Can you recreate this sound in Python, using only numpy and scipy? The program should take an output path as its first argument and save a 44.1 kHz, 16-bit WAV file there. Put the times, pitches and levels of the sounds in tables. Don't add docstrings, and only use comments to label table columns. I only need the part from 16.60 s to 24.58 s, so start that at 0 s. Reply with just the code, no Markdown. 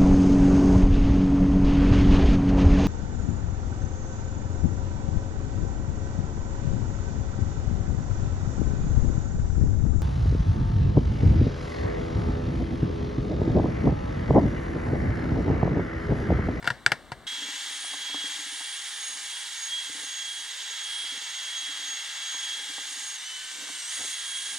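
import sys
import numpy as np
from scipy import signal
from scipy.fft import rfft, irfft
from scipy.io import wavfile
from scipy.ndimage import uniform_filter1d

SR = 44100
rng = np.random.default_rng(int(sys.argv[2]) if len(sys.argv) > 2 else 0)


def master_out(mix):
    frames = np.transpose(np.atleast_2d(mix))
    ceiling = np.clip(frames, -1, 1)
    pcm = np.round(ceiling * 32767).astype(np.int16)
    wavfile.write(sys.argv[1], SR, pcm)


N = 351918
TIME, FREQS = np.arange(N) / SR, np.fft.rfftfreq(N, 1 / SR)


def from_db(db):
    return 10 ** (np.asarray(db) / 20)


def rms_one(x):
    return x / np.sqrt(np.mean(x ** 2) + 1e-20)


def in_time(rows):
    s, *columns = np.transpose(rows)
    return [np.interp(TIME, s, column) for column in columns]


def over_hz(points):
    hz, value = np.transpose(points)
    return np.interp(np.log(FREQS + 1), np.log(hz), value)


def drift(rate_hz):
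    spectrum = rfft(rng.standard_normal(N)) / (1 + (FREQS / rate_hz) ** 2)
    return rms_one(irfft(spectrum, N))


def panned(pan_db):
    return from_db(np.array([[1], [-1]]) * pan_db / 2)


def noise(spectrum_db):
    # (frequency [Hz], correlation [0-1])
    likeness = [(60, 0.66), (600, 0.96), (1500, 0.97), (3100, 0.88), (7000, 0.79), (15000, 1)]
    mid, side = rfft(rng.standard_normal((2, N)))
    alike = np.clip(over_hz(likeness), 0, 1)
    stereo = np.sqrt(1 + alike) * mid + np.sqrt(1 - alike) * side * [[1], [-1]]
    return rms_one(irfft(from_db(over_hz(spectrum_db)) * stereo, N))


def ring(force, hz, t60_s):
    radius = from_db(-60 / (t60_s * SR))
    angle = 2 * np.pi * hz / SR
    poles = [1, -2 * radius * np.cos(angle), radius * radius]
    return signal.lfilter([0, np.sin(angle)], poles, force + 1e-18)


def clicks(times_s, levels_db):
    out = np.zeros(N)
    out[np.round(np.asarray(times_s) * SR).astype(int)] = from_db(levels_db)
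    return out


def fade(hits, t60_s, rise_s):
    power = signal.lfilter([1], [1, -from_db(-120 / (t60_s * SR))], hits ** 2 + 1e-18)
    slow = np.exp(-1 / (rise_s * SR))
    return signal.lfilter([1 - slow], [1, -slow], np.sqrt(power))


def low_cut(x, hz):
    return signal.sosfilt(signal.butter(2, hz, "high", fs=SR, output="sos"), x)


def cup():
    # (time [s], strength [dB], contact brightness [Hz], ring length [factor on t60],
    # scuff [dB re strength], container [dB re strength])
    knocks = [(0.026, -34.5, 3500, 0.95, 2.5, 14), (0.0433, -31, 3000, 0.84, 4, 17),
              (0.054, -28, 1800, 1.4, -1, 12), (.066, -30, 2500, 1, 4, 8),
              (0.0747, -6, 1700, 1.33, -10.5, -4), (0.1028, -10.5, 1470, 1.1, -10.5, 3),
              (0.2627, -2, 4500, 0.76, -15, -5.5), (0.319, -7.5, 5500, 0.75, -6.5, -4),
              (.5185, -25, 4700, 0.65, 0, 18.5)]
    # (frequency [Hz], relative level [dB], t60 [s])
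    cup_modes = [(1425, -4, 0.035), (1625, -2, 0.021), (1830, -0.5, 0.014), (2250, -6.5, 0.0081),
                 (2800, -3, 0.0075), (3560, -11, 0.018), (4800, -6.5, 0.011), (8070, -15, 0.016),
                 (11350, -15, 0.0061)]
    # (frequency [Hz], relative level [dB], t60 [s])
    container_modes = [(127, -22, 0.11), (496, -31, 0.039), (720, -22, 0.061), (955, -14.5, 0.037)]
    # (frequency [Hz], relative density [dB per Hz])
    crack_db = [(800, -14), (1700, 6.5), (2250, 9.5), (2800, -8), (4000, -4), (5600, -6), (7000, -13),
                (8000, -3), (9300, -23), (12000, -21), (15000, -50)]
    # (frequency [Hz], relative density [dB per Hz])
    scuff_spectrum_db = [(60, -17), (130, 6), (300, -6), (800, 2), (1200, -7), (1650, 7), (3000, -8.5),
                         (5000, -10.5), (6500, -19), (8200, -16.5), (12000, -36), (15000, -50)]
    knocking, size = np.zeros(N), SR // 4
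    for s, level_db, bright_hz, length, _, container_db in knocks:
        soft = np.exp(-2 * np.pi * bright_hz / SR)
        force = from_db(level_db) * (1 - soft) * soft ** np.arange(size)
        at = round(s * SR)
        for modes, gain_db in ((cup_modes, -2.5), (container_modes, container_db - 3.5)):
            strengths = from_db(gain_db + rng.standard_normal(len(modes)))
            for k, (hz, db, t60_s) in enumerate(modes):
                gain = (-1) ** k * strengths[k] * from_db(db)
                knocking[at:at + size] += gain * ring(force, hz, t60_s * length)

    s, level_db, bright_hz, _, scuff_db, _ = np.transpose(knocks)
    hardness_db = 20 * np.log10(bright_hz / bright_hz.max())
    crack_hits = clicks(s - .0005, level_db + hardness_db)
    crack = from_db(-1.5) * fade(crack_hits, t60_s=0.0088, rise_s=0.00068) * noise(crack_db)
    scuff_hits = clicks(s, level_db + scuff_db)
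    scuff = from_db(-5) * fade(scuff_hits, t60_s=0.056, rise_s=0.00051) * noise(scuff_spectrum_db)
    room_hits = clicks(s, level_db)
    echo = from_db(-33.5) * fade(room_hits, t60_s=0.32, rise_s=.004) * noise(scuff_spectrum_db)
    wall_delay_s, wall_db = 0.015, -23
    wall = from_db(wall_db) * np.interp(TIME - wall_delay_s, TIME, knocking)
    return low_cut(knocking + crack + scuff + wall + echo, hz=90) * panned(pan_db=0.7)


def room():
    # (frequency [Hz], relative density [dB per Hz])
    murmur_db = [(20, -20), (52, 8), (85, -3), (260, -0.5), (400, -4.5), (1700, -8), (3000, -16),
                 (3800, -12), (5000, -23.5), (7000, -24.5), (8300, -18.5), (10000, -30), (15000, -37)]
    return from_db(-50.5) * noise(murmur_db)


def motor_turns():
    # (time [s], speed [turns/s])
    speed_curve = [(6.565, 409.6), (6.585, 381), (6.612, 369), (6.66, 380), (6.75, 378.5), (6.93, 389),
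                   (7.11, 388), (7.17, 378), (7.243, 349), (7.3, 383), (7.317, 409.6)]
    # (centre [s], swing [turns/s], Gaussian half length [s])
    hunts = [(2.972, -9, .025), (3.454, -5, .025), (3.947, -6, .025), (4.673, 4.5, .12),
             (5.274, -5.5, .025), (5.483, -4, .12), (6.441, -5, .1), (7.462, -7.5, .09)]
    hunt_hz = 17
    speed, = in_time(speed_curve)
    for s, swing, length_s in hunts:
        envelope = np.exp(-((TIME - s) / length_s) ** 2)
        speed = speed + swing * envelope * np.cos(2 * np.pi * hunt_hz * (TIME - s))
    tremor = .75 * drift(rate_hz=28)
    return np.cumsum(speed + tremor) / SR


def tone(turns, order, flutter_db):
    jitter_turns = .002 * drift(rate_hz=130)
    cycles = order * (turns + jitter_turns) + rng.random()
    return np.sqrt(2) * np.sin(2 * np.pi * cycles) * from_db(flutter_db * drift(rate_hz=34))


def whine(rows, turns, order, flutter_db):
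    rounding_s = 0.037
    level_db = uniform_filter1d(in_time(rows)[0], round(rounding_s * SR))
    unsteady = np.clip(from_db((level_db.mean() - level_db) / 2), 0, 1.2)
    gain = from_db(level_db + .5 * drift(rate_hz=5))
    return gain * tone(turns, order, flutter_db * unsteady)


def whines(turns):
    # (time [s], level [dB])
    main_whine = [(0.7, -36), (1.0, -45), (1.33, -41.5), (1.6, -33), (1.84, -47.5), (2.11, -41),
                  (2.62, -58), (2.71, -40), (3.04, -53), (3.13, -29.5), (3.34, -47.5), (3.67, -37.5),
                  (3.97, -47.5), (4.39, -34.5), (4.63, -43), (5.08, -36), (5.47, -44), (5.92, -36),
                  (6.46, -52), (6.6, -55), (6.73, -37.5), (6.93, -53), (7.09, -55), (7.16, -42),
                  (7.21, -54.5), (7.78, -36), (7.96, -50)]
    # (time [s], level [dB])
    high_whine = [(0.7, -55), (0.94, -48), (2.35, -54.5), (2.44, -38.5), (2.86, -58), (3.04, -35),
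                  (3.19, -56), (3.58, -38), (3.7, -49), (4.24, -45.5), (4.36, -68), (4.63, -42.5),
                  (5.2, -47.5), (5.32, -36), (5.5, -50.0), (5.74, -37.0), (5.92, -41.5), (6.01, -61),
                  (6.49, -37), (6.64, -51), (7.09, -55.0), (7.36, -38.5), (7.51, -46), (7.96, -46.5)]
    # (time [s], level [dB])
    whistle = [(0.7, -60), (0.88, -67), (1.24, -41.5), (1.51, -57), (1.93, -44.5), (2.86, -46.5),
               (3.28, -53), (3.4, -40.5), (3.55, -59), (3.73, -46.5), (4.15, -61), (4.36, -41.5),
               (4.63, -55.5), (5.95, -55.0), (6.43, -48), (7.06, -56), (7.18, -43.5), (7.96, -42)]
    # (time [s], level [dB])
    drone = [(0.7, -52.5), (2.56, -55), (4.42, -53), (4.9, -66.0), (5.11, -51.5), (6.52, -53),
             (6.64, -66.0), (6.79, -53.5), (7.21, -57), (7.96, -48)]
    # (time [s], level [dB])
    low_drone = [(0.7, -64), (2.92, -62.5), (2.95, -68), (6.1, -65), (7.42, -76), (7.96, -63.5)]
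    orders = (8, 16.04, 23, 4, 2)
    flutters_db = (2, 3.6, 2.8, 0.89, 1.2)
    pans_db = (-.5, -1, 0.32, 0, 0)
    levels = (main_whine, high_whine, whistle, drone, low_drone)
    return sum(whine(level, turns, order, flutter_db) * panned(pan_db)
               for level, order, flutter_db, pan_db in zip(levels, orders, flutters_db, pans_db))


def hum(turns):
    orders = (1, 4.6, 7, 9, 10.58, 11.3, 14.8)
    levels_db = (-80.5, -62.5, -64, -77, -72, -62, -73)
    return sum(from_db(db) * tone(turns, order, flutter_db=4.8)
               for order, db in zip(orders, levels_db))


def bucket_echo(x, delay_s, sway, share):
    late_s = TIME - delay_s * (1 + sway * np.tanh(drift(rate_hz=0.96)))
    echo = np.array([np.interp(late_s, TIME, channel) for channel in x])
    return rms_one(x + share * echo)


def rush(turns, body_db, hiss_db):
    # (frequency [Hz], relative density [dB per Hz])
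    body_spectrum_db = [(40, -27.5), (120, -51), (400, -24.5), (700, -17.5), (950, -7), (1100, -11),
                        (1500, -4.5), (1900, 1.15), (2250, 0.1), (2900, 2), (3750, 3.5), (4300, -3.5),
                        (5500, -4.5), (8000, -30)]
    # (frequency [Hz], relative density [dB per Hz])
    hiss_spectrum_db = [(1000, -45), (2500, -16), (4600, -0.5), (5500, 0), (6500, 6.5), (8100, 6.5),
                        (9000, 0), (9700, -1), (10300, -8.5), (11700, -10.5), (14000, -27), (16000, -44)]
    rotor_turns_per_paddle_turn = 22.5
    paddle_turn = np.sin(2 * np.pi * turns / rotor_turns_per_paddle_turn)
    throb = from_db(.3 * paddle_turn + .5 * drift(rate_hz=40))
    body = bucket_echo(noise(body_spectrum_db), delay_s=0.001995, sway=0.28, share=0.18)
    hiss = noise(hiss_spectrum_db)
    return throb * (from_db(body_db) * body + from_db(hiss_db) * hiss)


def drill():
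    # (time [s], level [dB])
    body_level = [(0.7, -42), (0.98, -41.5), (1.25, -43), (1.71, -41), (1.85, -43), (2.41, -43),
                  (3.85, -44.5), (3.91, -43), (5.81, -42), (6.8, -45), (7.28, -43.5), (7.32, -41),
                  (7.75, -43.5), (7.95, -43)]
    # (time [s], level [dB], left-right [dB])
    hiss_level = [(0.7, -50, -1.5), (0.98, -46, -1), (1.55, -49, -2.5), (1.67, -46, -0.5), (2.13, -48, -3),
                  (2.5, -46.5, -2.5), (4.23, -48.5, -3), (5.44, -48.5, -1.5), (5.89, -47.5, -2),
                  (6.09, -47.5, -1.5), (6.45, -45, -2.5), (6.58, -49.5, -1.5), (7.16, -45.5, -2.5),
                  (7.5, -42, -2.5), (7.56, -46.5, -2.5), (7.95, -45, -3.5)]
    body_mean_db, hiss_mean_db = -38, -42
    columns = in_time(body_level) + in_time(hiss_level)
    body_db, hiss_db, pan_db = [column - column.mean() for column in columns]
    turns = motor_turns()
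    noise_part = rush(turns, body_mean_db + body_db, hiss_mean_db + hiss_db)
    return (whines(turns) + hum(turns) + noise_part) * panned(pan_db)


def bucket(force):
    # (frequency [Hz], relative level [dB], t60 [s])
    bucket_modes = [(258, -23, 0.2), (290.4, 5.5, 0.091), (345, -33, .05), (413, -4, 0.036),
                    (484, -8, 0.022)]
    return low_cut(sum(from_db(db) * ring(force, hz, t60_s) for hz, db, t60_s in bucket_modes), hz=213)


def base(force):
    return low_cut(ring(force, hz=137, t60_s=0.043), hz=85)


def lumps(per_s):
    return (rng.random(N) < per_s / SR) * rng.standard_normal(N)


def churning():
    # (peak [s], half length [s], added tumbling [dB], added squelch [dB])
    churns = [(.9, 0.34, -61, -71), (1.363, 0.065, -60.5, -66), (1.684, .2, -61.5, -71),
              (2.53, 0.094, -71, -69), (3.393, 0.09, -62, -61.5), (3.862, 0.28, -84, -75),
              (4.563, 0.077, -61, -67), (5.19, 0.13, -62.5, -73), (6.127, 0.25, -63.5, -71),
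              (7.036, 0.089, -59, -60), (7.435, 0.043, -56, -54), (7.95, 0.076, -60, -68)]
    steady_tumble_db, steady_squelch_db = -77.5, -73
    s, length_s, tumble_db, squelch_db = np.transpose(churns)
    heaps = np.exp(-((TIME - s[:, None]) / length_s[:, None]) ** 2)
    tumbling = from_db(steady_tumble_db) + from_db(tumble_db) @ heaps
    squelching = from_db(steady_squelch_db) + from_db(squelch_db) @ heaps
    return tumbling, squelching


def pockets():
    ring_cycles = 13
    pitches_hz = np.geomspace(215, 560, 9)
    bursts = sum(ring(lumps(per_s=14), hz, ring_cycles / hz) * hz for hz in pitches_hz)
    return rms_one(low_cut(bursts, hz=210))


def slaps():
    # (time [s], thud [dB], wet smack [dB], thump of the base [dB])
    slap_events = [(.819, -47.5, -55, -70), (.884, -48.5, -59, -70), (1.242, -59, -39.5, -72),
                   (1.333, -54, -37.5, -70), (1.494, -55, -42, -72), (1.543, -40, -37.5, -60),
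                   (1.605, -65, -46, -56), (1.639, -45.5, -61, -65), (1.862, -53.5, -55, -72),
                   (2.004, -56, -39.5, -65), (3.294, -49, -57, -51), (3.346, -52, -57, -64),
                   (3.431, -52, -52, -68), (4.439, -65, -48, -68), (5.742, -57.5, -41, -54),
                   (6.18, -53, -40, -75), (7.085, -65, -40.5, -72), (7.386, -57, -54, -54),
                   (7.403, -47.5, -43, -47)]
    # (frequency [Hz], relative density [dB per Hz])
    smack_spectrum_db = [(60, -45), (200, -39), (550, -6.5), (780, 6.5), (1000, 4.5), (1300, 0.5),
                         (3000, -14), (9000, -50)]
    s, thud_db, smack_db, thump_db = np.transpose(slap_events)
    thuds = bucket(clicks(s + .002, thud_db)) + base(clicks(s + .002, thump_db))
    smacks = fade(clicks(s, smack_db), t60_s=0.057, rise_s=0.001) * noise(smack_spectrum_db)
    return thuds + smacks


def mortar():
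    # (frequency [Hz], relative density [dB per Hz])
    squelch_spectrum_db = [(80, -26), (180, -15), (250, -2), (360, -17), (490, 5.5), (600, -1), (1200, 4),
                           (4000, -34)]
    bump_db, pocket_db = -83, -5.5
    tumbling, squelching = churning()
    clumps = lumps(per_s=250) * from_db(4 * drift(rate_hz=18))
    tumble = tumbling * rms_one(bucket(clumps))
    drag = from_db(1.9 * drift(rate_hz=55)) * noise(squelch_spectrum_db)
    squelch = squelching * (drag + from_db(pocket_db) * pockets())
    bumps = from_db(bump_db) * rms_one(base(lumps(per_s=110)))
    return tumble + squelch + bumps + slaps()


def scene():
    drill_on_s = .667
    running = np.clip((TIME - drill_on_s) / 0.002, 0, 1)
    before = cup() + room()
    return (1 - running) * before + running * (drill() + mortar())


def record(dry):
    # (frequency [Hz], left-right [dB])
    balance = [(60, 3), (700, 3.5), (1300, 3.5), (2400, 1.5), (4400, -4), (8100, 0), (15000, 1.5)]
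    # (frequency [Hz], phase [rad])
    phase_lead = [(200, 0.48), (1500, -.15), (2400, -.55), (4100, -0.67), (5200, -0.15), (6800, -0.77),
                  (8200, -1.3), (9400, -0.2), (10500, 1), (15000, -0.59)]
    # (frequency [Hz], width [Hz])
    notches = [(2490, 170), (2515, 170), (5000, 70), (6000, 35), (7000, 35), (8000, 35), (9000, 35),
               (10000, 45), (11000, 30)]
    ceiling, cutoff_hz = .85, 15800
    lead = np.exp(1j * over_hz(phase_lead) * np.array([[1], [-1]]) / 2)
    out = irfft(rfft(dry) * panned(over_hz(balance)) * lead, N)
    for hz, width_hz in notches:
        out = signal.lfilter(*signal.iirnotch(hz, hz / width_hz, fs=SR), out)
    clipped = np.clip(low_cut(out, hz=35), -ceiling, ceiling)
    top_cut = signal.ellip(10, .1, 80, cutoff_hz, fs=SR, output="sos")
    return signal.sosfilt(top_cut, clipped)


dry = scene()
out = record(dry)
master_out(out)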